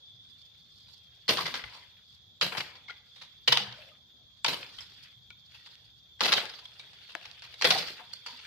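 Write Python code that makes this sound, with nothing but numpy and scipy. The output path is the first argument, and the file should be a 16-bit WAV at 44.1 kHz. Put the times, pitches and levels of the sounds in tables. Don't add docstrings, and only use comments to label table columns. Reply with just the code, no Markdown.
import sys
import numpy as np
from scipy import signal
from scipy.fft import rfft, irfft, next_fast_len
from scipy.io import wavfile
from scipy.ndimage import uniform_filter1d

SR = 44100
rng = np.random.default_rng(int(sys.argv[2]) if len(sys.argv) > 2 else 0)


def ratio_of_db(decibels):
    return 10 ** (np.asarray(decibels, float) / 20)


def file_out(sig):
    cols = np.atleast_2d(sig).T
    lim = np.clip(cols, -1, 1)
    pcm = np.round(lim * 32767).astype(np.int16)
    wavfile.write(sys.argv[1], SR, pcm)


N = 373086
SIZE = next_fast_len(N + 4096, True)
HZ = np.maximum(np.arange(SIZE // 2 + 1) * SR / SIZE, 1.)
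T = np.arange(N) / SR

# pitch_hz, level_db (per Hz)
FOREST_COLOUR = [(18, -42), (40, -17.5), (62, -2.5), (110, 1.5), (364, -20), (1700, -24), (3050, -29.5),
                 (3250, -10.5), (3750, -7), (4700, -20), (6900, -25), (7470, -55.5), (12300, -43),
                 (14400, -31), (15100, -50)]
# pitch_hz, likeness_0_to_1
FAR_LIKENESS = [(60, 0.8), (130, 0.8), (300, 0.9), (700, 0), (1500, 0.5), (3000, 0)]
# pitch_hz, width_hz, level_db
CRICKETS = [(3260, 35, -4), (3330, 25, -5.5), (3484, 25, -3.5), (3525, 35, -3), (3630, 22, -7.5)]
# time_s, level_db
CRICKET_SWELL = [(0.0, -51.5), (0.38, -55.5), (1.34, -56), (1.43, -55), (2.09, -56.5), (3.72, -54),
                 (4.29, -57.5), (4.59, -53.5), (6.03, -56.5), (6.41, -52), (6.76, -54.5), (8.46, -52.5)]
# pitch_hz, width_hz, level_db
KATYDIDS = [(13000, 86, -7), (13300, 150, -4.5), (13900, 75, 2.5), (14500, 41, -3.5)]
# start_s, peak_db, pitch_hz, fade_60db_s
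THUMPS = [(0.135, -50, 125, 0.15), (1.44, -38, 163, 0.14), (1.518, -51, 238, 0.36),
          (1.636, -45, 64.6, 0.18), (1.661, -45.5, 107.5, 0.1), (2.437, -39, 184, 0.26),
          (3.49, -38.5, 135, 0.55), (3.6, -45, 200, 0.4), (3.677, -43, 121.5, 0.29), (4.799, -59, 98, 0.19),
          (6.216, -37.5, 204, 0.14), (7.631, -49, 216, 0.2), (7.799, -43, 169.4, 0.24),
          (8.328, -58, 245, 0.2)]
# strongest_s, leaves_db, rise_60db_s, fade_60db_s, blades_over_leaves_db
SHAKES = [(.45, -76, 2.5, 1.5, 5), (.9, -81, 1.5, 1.1, 17), (1.44, -53, .25, 1.2, .3),
          (1.79, -62, 2.5, .7, -4), (2.12, -78, .6, .6, 9), (2.58, -56, .3, .9, -4), (3.2, -74, .8, .6, 5),
          (3.62, -62, .35, 1.1, -5), (3.85, -61, 2.5, .55, -6), (4.63, -62, .55, 1.2, 2.5),
          (4.82, -64, .9, 1.1, 1.5), (5.06, -66, 1.8, .35, .3), (5.51, -68, .12, 1.5, 0),
          (5.56, -69, .4, 1.3, 3), (5.72, -66, 1.1, .4, .3), (6.38, -40, .2, .4, -12),
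          (6.52, -62, .3, .7, 7), (6.84, -62, 1.5, 2.2, -7), (7.08, -64, 1.2, 2.5, -2),
          (7.2, -59, .6, 2.2, -9), (7.5, -63, 1.5, 1.5, -7), (7.78, -43, .55, .65, 2.5),
          (8.1, -62, 1.5, 1.5, -6), (8.32, -62, .6, 1.5, 3), (8.46, -58, .8, 1.1, -5)]
# pitch_hz, level_db
LEAF_COLOUR = [(800, -28), (1400, -6.5), (2000, -4), (3000, 0), (4500, -8), (7000, -28.5)]
BLADE_COLOUR = [(2200, -22.5), (3300, -5), (4600, 3), (5800, -12), (7500, -21), (10000, -28),
                (15000, -25.5)]
STALK_COLOUR = [(150, -20), (300, -7), (550, 1.5), (900, -1.5), (1600, -36.5)]
# pitch_hz, likeness_0_to_1
NEAR_LIKENESS = [(60, .95), (300, 0.96), (700, 0.86), (1500, 0.5), (3000, 0.1), (12000, .15)]
# start_s, peak_db, left_minus_right_db, pitch_hz
SNAPS = [(3.476, -13, -7, 3060), (4.447, -14, 5, 2840), (5.305, -31, -1, 3200), (5.663, -33, 0, 3400),
         (5.755, -38.5, -13, 3370), (6.236, -9, 8, 4270), (6.456, -27, 19, 3630), (7.152, -17, 8, 1490),
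         (7.214, -36, 2, 2420), (7.396, -36, 1.5, 4070), (7.257, -31, 3, 2580), (7.314, -29.5, -10, 3860),
         (7.422, -28, -1.5, 3720), (7.542, -32, -3.0, 4020), (7.705, -8, 14, 3450),
         (8.131, -32, -2.5, 4330), (.54, -56, 0, 4500), (2.412, -14, 0, 3900), (4.446, -8, 0, 6800),
         (4.463, -12, 0, 3000), (3.478, -9, 0, 5000), (4.826, -44, -1.5, 4180), (4.899, -45, 0, 3910),
         (4.951, -43, 1.5, 3000), (5.074, -47, 0, 3290), (5.505, -47, 1.5, 3370), (5.691, -46, 3, 3530),
         (5.725, -46, 3, 3520), (6.2075, -9, 0, 4240), (2.5505, -24, 3, 1750), (3.7255, -32, 0, 3500),
         (1.289, -10, 0, 4000), (6.655, -36, 0, 4500), (6.797, -34, 0, 3700), (6.259, -13, 0, 6000),
         (6.338, -6, 0, 3800), (7.6215, -10, 0, 5000), (7.644, -12, 0, 5000)]
# pitch_hz, level_db
CLICK_COLOUR = [(200, -35), (600, -10), (2500, 0), (4800, 0), (7500, -8), (12000, -15), (16000, -22)]
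# pitch_hz, fade_60db_s
TRUNK_FADE = [(150, .35), (600, 0.62), (2000, 0.51), (5000, 0.33), (10000, 0.31)]
# pitch_hz, likeness_0_to_1
ECHO_LIKENESS = [(100, 1), (600, 0.8), (1500, 0.8), (3000, 0)]
# start_s, length_s, level_db, pitch_hz
BIRD = [
    (.75, .06, -67, 4230),
    (.82, .08, -67, 4720),
]
# start_s, peak_db, ring_hz, fade_60db_s, ring_over_crack_db
TWIGS = [(.884, -50, 3900, .08, 8), (2.881, -37, 2000, .07, -3), (2.897, -32.5, 2050, .066, 2.5),
         (3.159, -46, 3700, .15, 7.5), (3.212, -36, 3760, .12, 2.2), (4.784, -40, 3220, .052, 16),
         (4.804, -42, 5170, .076, 12.5), (4.919, -46, 3770, .05, 9), (5.305, -43, 2390, .026, 7),
         (5.546, -43.5, 2740, .069, 8), (5.661, -39, 3400, .053, 8), (6.654, -39, 3330, .027, 14),
         (6.795, -35, 3690, .05, 12), (6.932, -37, 3440, .035, -16), (7.091, -42.5, 2720, .15, 6),
         (7.226, -37, 2790, .033, -1.5), (7.253, -32, 2610, .05, -11), (7.3, -40, 1710, .028, -4),
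         (7.421, -34, 4100, .042, -6), (7.438, -37, 3950, .073, -1.5), (7.54, -33, 3860, .033, 7),
         (8.133, -39.5, 4370, .045, 18), (8.262, -28, 4440, .13, 5.5), (8.391, -35, 2740, .06, -1.5)]
# start_s, peak_db, ring_hz, fade_60db_s, ring_over_crack_db
CRACKS = [(1.28, -20.5, 4200, .15, 6), (1.29, -8.5, 3330, .069, -8), (1.322, -20, 3470, .064, -5),
          (1.371, -17, 2980, .042, -10), (1.382, -20, 1150, .08, 8.5), (1.455, -19, 2050, .11, -6),
          (1.54, -19, 1600, .09, -3), (2.412, -9.5, 3100, .031, -6), (2.42, -15.5, 3890, .13, 1.2),
          (2.57, -19, 4830, .093, 1.2), (2.604, -19, 2120, .033, 4.5), (3.477, -5.5, 2950, .043, 0),
          (3.519, -14, 2000, .03, 2), (3.523, -7, 2970, .044, -4), (3.572, -9.5, 3020, .036, -14),
          (4.4455, -11.5, 4400, .045, -2), (4.461, -16, 3500, .04, 2), (4.478, -17, 3900, .13, -3),
          (6.195, -38, 1600, .05, 0), (6.2065, -9, 4200, .035, 0), (6.211, -20, 1200, .1, 3),
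          (6.2358, -10.5, 3870, .022, 0), (6.246, -17.5, 3400, .05, -2), (6.258, -14, 2600, .03, -8),
          (6.25, -23, 800, .15, 2), (6.277, -17, 3800, .06, 2), (6.286, -19, 1360, .06, 3),
          (6.311, -24, 1300, .03, 3), (6.321, -11, 3660, .035, 0), (6.3255, -8, 3800, .028, 4),
          (6.335, -7, 3900, .028, 0), (6.338, -23, 800, .14, 3), (7.621, -9.5, 2460, .043, -1.5),
          (7.643, -13, 1910, .078, 6.5), (7.706, -6.5, 3470, .055, -2)]
# start_s, peak_db, ring_hz, fade_60db_s
TEARS = [(1.409, -26, 4020, .083), (1.591, -33, 1980, .05), (1.638, -31.5, 2060, .045),
         (1.729, -43, 1030, .2), (2.521, -26.5, 1500, .07), (2.55, -25, 810, .06),
         (2.754, -35.5, 4330, .046), (3.724, -30.5, 3140, .02), (4.529, -30, 2930, .12),
         (4.629, -32, 2400, .026), (6.367, -19.5, 3100, .1), (6.456, -30, 3630, .039),
         (6.494, -29, 4800, .031), (6.537, -34.5, 3250, .04), (6.586, -37.5, 3340, .048),
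         (7.153, -30, 720, .035), (7.612, -20, 4000, .04), (7.649, -11, 3300, .1), (7.745, -24, 4300, .07),
         (7.783, -22, 4130, .04), (7.826, -29, 1400, .08), (7.874, -25.5, 4220, .088),
         (7.991, -32.5, 970, .082)]
BLOWS = [1.28, 2.41, 3.47, 4.44, 6.2, 7.61]
# pitch_hz, level_db
FIBRE_COLOUR = [(180, -40.5), (300, -26.5), (494, -2.5), (574, -12.5), (725, -4), (2740, 1.5), (3080, 5),
                (4830, 1), (8220, -22.5), (13800, -33), (16000, -48.5)]
THUD_COLOUR = [(40, -45), (80, -13.5), (140, -3.5), (250, -6.5), (500, -4), (800, -4.5), (1500, -20.5)]
# start_s, peak_db, pitch_hz, fade_60db_s
KNOCKS = [(1.5444, -33, 1004, 0.045), (1.6377, -38, 1456, 0.041), (2.8953, -29, 1420, 0.05),
          (3.7399, -44.5, 1500, 0.057), (3.9155, -56, 1233, 0.093), (5.3023, -47, 1440, 0.059),
          (6.2931, -26, 1400, 0.04), (6.6223, -57, 1003, 0.15), (8.2796, -40, 1006, 0.033),
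          (1.289, -28, 452, 0.11), (3.217, -59, 906, 0.15), (3.599, -31, 818, 0.056),
          (3.788, -44.5, 607, 0.061), (3.829, -55, 540, 0.11), (3.902, -56, 598, 0.15),
          (7.645, -14.5, 504, 0.062), (4.447, -19, 900, .05), (4.533, -30, 3000, .04),
          (4.554, -33, 2600, .03), (4.612, -38, 2600, .025), (4.629, -36, 2500, .03),
          (2.521, -33, 1000, .04), (2.586, -31, 3400, .03), (4.742, -46, 1850, .04),
          (3.479, -21, 3020, .04), (3.524, -25, 2000, .04), (3.578, -27, 1380, .04),
          (3.581, -28, 3080, .035), (3.725, -37, 3140, .03), (2.604, -27, 2120, .04),
          (2.913, -38, 2100, .04), (2.601, -28, 2880, .04), (2.683, -42, 2950, .04),
          (2.666, -44, 2130, .05), (7.832, -40, 495, 0.06), (8.009, -48.5, 728, 0.14),
          (1.6377, -48, 1990, 0.05), (2.8823, -32, 2160, 0.045), (2.8953, -32, 2205, 0.04),
          (3.6371, -42, 2070, 0.03), (3.8212, -41, 2640, 0.04), (5.3038, -35.5, 2300, 0.028),
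          (6.7974, -37.5, 2320, 0.044), (5.303, -62, 347, 0.03), (7.151, -37, 330, 0.03)]
# start_s, length_s, level_db, pitch_hz
RUBS = [(1.64, .24, -66, 1000), (1.78, .07, -65, 2100), (2.71, .07, -63, 980), (3.69, .28, -66, 600),
        (4.7, .26, -72, 1450), (4.78, .04, -62, 2000), (5.54, .13, -72, 1900), (7.715, .03, -33, 740),
        (7.748, .034, -34, 760), (8.27, .1, -56, 950)]
# pitch_hz, left_minus_right_db
PORT_COLOUR = [(60, 5.0), (110, 4), (200, 6.5), (380, 6.5), (700, 6), (1290, 5), (2380, 6), (4400, -5.5),
               (8120, 5.5), (15000, 5.5)]


def along(table, hz=HZ):
    pitch, value = np.array(table).T
    return np.interp(np.log(hz), np.log(pitch), value)


def colour(x, table):
    hz = np.maximum(np.arange(1025) * SR / 2048, 1.)
    cepstrum = irfft(np.log(ratio_of_db(along(table, hz))))
    cepstrum[1:1024] *= 2
    cepstrum[1025:] = 0
    taps = irfft(np.exp(rfft(cepstrum)))[:768]
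    taps = taps / np.sqrt(np.sum(taps ** 2))
    return signal.oaconvolve(x, taps[None], axes=1)[:, :N]


def walk(rate):
    hold = max(int(SR / rate), N // 4000 + 1)
    steps = np.repeat(rng.standard_normal(4000), hold)[:N]
    return 1.3 * uniform_filter1d(uniform_filter1d(steps, hold), hold)


def grains(spread_db, patchy_db, rate):
    rare_large = np.minimum(rng.exponential(size=N), 6)
    x = ratio_of_db(spread_db * rare_large + patchy_db * walk(rate)) * rng.standard_normal((2, N))
    return x / np.sqrt(np.mean(x ** 2))


def ports(x, likeness):
    same = np.clip(along(likeness), 0, 1)
    mid, side = rfft(x, SIZE) * np.sqrt([(1 + same) / 2, (1 - same) / 2])
    return irfft([mid + side, mid - side], SIZE)[:, :N]


def patchy(x, spread_db, size, hz_wide, s_long):
    z = signal.stft(x, nperseg=size)[2]
    spots = rng.standard_normal(z.shape[1:])
    for axis, bins in enumerate((hz_wide * size / SR, s_long * 2 * SR / size)):
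        for _ in range(2):
            spots = uniform_filter1d(spots, max(int(bins), 1), axis=axis)
    gain = ratio_of_db(spread_db * np.minimum(spots / spots.std(), 1))
    gain = gain / np.sqrt(np.mean(gain ** 2))
    return signal.istft(z * gain, nperseg=size)[1][:, :N]


def forest():
    air = rfft(rng.standard_normal((2, N)), SIZE) * ratio_of_db(along(FOREST_COLOUR))
    air = patchy(irfft(air, SIZE)[:, :N], 2.5, size=2048, hz_wide=150., s_long=.1)
    return ports(air * ratio_of_db(-64.5) / air.std(), FAR_LIKENESS)


def singers(table):
    out = 0
    for hz, width_hz, db in table:
        peak = signal.iirpeak(hz, hz / width_hz, fs=SR)
        band = signal.lfilter(*peak, signal.lfilter(*peak, rng.standard_normal((2, N))))
        swell_db = 1.6 * walk(2.5) + .8 * walk(14.)
        out = out + ratio_of_db(db + swell_db) * band / band.std()
    return out


def crickets():
    swell_db = np.interp(T, *np.transpose(CRICKET_SWELL))
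    return singers(CRICKETS) * ratio_of_db(swell_db - 6.5) + ratio_of_db(-92.5) * singers(KATYDIDS)


def struck(table, push_s):
    out, t = np.zeros(N + SR), np.arange(SR // 2) / SR
    for s, db, hz, t60 in table:
        level = ratio_of_db(db - 60 * t / t60) * (1 - np.exp(-t / push_s))
        out[int(s * SR):][:len(t)] += level * np.sin(2 * np.pi * hz * t)
    return ratio_of_db(-0.5) * out[:N]


def thumps():
    return struck(THUMPS, 0.0053)


def shaking():
    t = T[::64]
    s, db, rise, t60, blade_db = np.array(SHAKES).T[:, :, None]
    each_db = db - 60 * np.maximum((s - t) / rise, (t - s) / t60)
    leaf = ratio_of_db(2 * each_db).sum(0)
    blade = ratio_of_db(2 * (each_db + blade_db)).sum(0)
    stalk = ratio_of_db(2 * -55) * (leaf / ratio_of_db(-100)) ** 1.6
    parts = (leaf, -85), (stalk, -83), (blade, -78)
    return [np.interp(T, t, 10 * np.log10(power + ratio_of_db(2 * still_db))) for power, still_db in parts]


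def rustle():
    leaf_db, stalk_db, blade_db = shaking()
    leaves = ratio_of_db(leaf_db + 4.5) * colour(grains(4.8, 2.6, rate=46.0), LEAF_COLOUR)
    blades = ratio_of_db(blade_db + 7.0) * colour(grains(3.0, 3.0, rate=90.0), BLADE_COLOUR)
    stalks = ratio_of_db(stalk_db - 2.0) * colour(grains(1.2, 4.0, rate=9.2), STALK_COLOUR)
    bush = patchy(leaves + blades + stalks, 3.9, size=512, hz_wide=180., s_long=.02)
    return ports(bush, NEAR_LIKENESS)


def snaps():
    x, t = np.zeros((2, N)), np.arange(128) / SR
    for s, db, pan_db, hz in SNAPS:
        swing = np.cos(2 * np.pi * hz * t) * np.exp(-1.3 * hz * t)
        sides = ratio_of_db(db + np.array([pan_db, -pan_db]) / 2)
        x[:, int(s * SR):][:, :len(t)] += np.outer(sides, swing)
    return ratio_of_db(-5.0) * colour(x, CLICK_COLOUR)


def trunks(x):
    t, echo = np.arange(SR // 2) / SR, 0
    for hz, t60 in TRUNK_FADE:
        band_filter = signal.butter(2, [hz / 2.58, hz * 1.82], "band", fs=SR, output="sos")
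        band = signal.sosfilt(band_filter, rng.standard_normal((2, len(t))))
        echo = echo + band * ratio_of_db(-60 * t / t60) * np.clip(t / 0.019, 0, 1)
    echo = signal.oaconvolve(x, echo / np.sqrt(np.sum(echo ** 2)), axes=1)[:, :N]
    echo = patchy(echo, 3.5, size=512, hz_wide=250., s_long=.02)
    return ratio_of_db(-8) * ports(echo, ECHO_LIKENESS)


def bird():
    x, rise_hz_per_s = np.zeros(N), 900
    for s, length, db, hz in BIRD:
        t = np.arange(int(length * SR)) / SR
        whistle = np.sin(2 * np.pi * (hz + rise_hz_per_s * t / 2) * t)
        x[int(s * SR):][:len(t)] += ratio_of_db(db + 3) * whistle * signal.windows.tukey(len(t), .6)
    return x


def thud_level(t60):
    return min(-19 + 14 * np.log2(max(t60, .004) / .05), -9)


def cut_loss(s):
    return 35 * min(abs(s - blow) for blow in BLOWS)


def breaks():
    found = []
    for s, db, hz, t60, ring_db in CRACKS:
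        found.append((s, db, hz, thud_level(t60) - cut_loss(s), t60, ring_db, 17500))
    for s, db, hz, t60 in TEARS:
        found.append((s, db, hz, thud_level(t60) - cut_loss(s), t60, 3, 3.0 * hz))
    for s, db, hz, t60, ring_db in TWIGS:
        found.append((s, db, hz, thud_level(t60) - 17, t60, ring_db, 5.0 * hz))
    return found


def cracks():
    fibres, t_all = grains(2.0, 2.5, rate=350.), np.arange(int(.3 * SR)) / SR
    snap, ring, thud = np.zeros((3, 2, N))
    for s, db, hz, thud_db, t60, ring_db, top_hz in breaks():
        i = int(s * SR)
        t = t_all[:N - i]
        span = slice(i, i + len(t))
        fade = ratio_of_db(db - 60 * (t / max(t60, .004)) ** 1.396) * (1 - np.exp(-t / 0.00021))
        tear = fibres[:, span] * fade
        dull = signal.butter(2, min(top_hz, .4 * SR), fs=SR)
        snap[:, span] += signal.lfilter(*dull, tear)
        cane = signal.iirpeak(hz, hz / 173.0, fs=SR)
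        ring[:, span] += ratio_of_db(ring_db) * signal.lfilter(*cane, tear)
        answer = ratio_of_db(db + thud_db - 60 * t / (t60 + 0.11)) * (1 - np.exp(-t / 0.0096))
        thud[:, span] += fibres[::-1, span] * answer
    torn = patchy(colour(snap, FIBRE_COLOUR), 2.3, size=256, hz_wide=500., s_long=.008)
    near = ratio_of_db(-10) * torn + ratio_of_db(2.5) * ring + ratio_of_db(-6.5) * colour(thud, THUD_COLOUR)
    return ports(near, NEAR_LIKENESS)


def hollow_canes():
    return struck(KNOCKS, .003)


def rubs():
    x, drag, width_hz = np.zeros(N), grains(2.5, 3.0, rate=60.)[0], 110
    for s, length, db, hz in RUBS:
        i, n = int(s * SR), int(length * SR)
        peak = signal.iirpeak(hz, hz / width_hz, fs=SR)
        hum = signal.lfilter(*peak, signal.lfilter(*peak, drag[i:i + n]))
        x[i:i + n] += ratio_of_db(db) * hum / hum.std() * signal.windows.tukey(n, .6)
    return x


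def scene():
    background = forest() + crickets() + bird()
    blows = cracks()
    canes = snaps() + hollow_canes()
    echoes = trunks(blows + .3 * canes)
    return background + thumps() + rustle() + blows + canes + echoes + rubs()


def top_cut(x):
    return signal.sosfilt(signal.butter(12, 16560, fs=SR, output="sos"), x)


def record(dry):
    left_db = along(PORT_COLOUR) / 2
    lag = np.exp(-2j * np.pi * HZ * np.array([[2], [0]]) / SR)
    heard = irfft(rfft(dry, SIZE) * ratio_of_db(np.array([left_db, -left_db])) * lag, SIZE)
    spectrum = rfft(np.tanh(2 * heard) / 2)
    thin_hz = 7300
    body = irfft(spectrum * (HZ <= thin_hz), SIZE)[:, :N]
    treble = irfft(spectrum * (HZ > thin_hz), SIZE)[:, :N]
    x = body + patchy(treble, 6, size=1024, hz_wide=200., s_long=.03)
    x = signal.sosfilt(signal.ellip(8, .2, 70, 15000, fs=SR, output="sos"), x)
    return top_cut(x)


dry = scene()
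out = record(dry)
file_out(out)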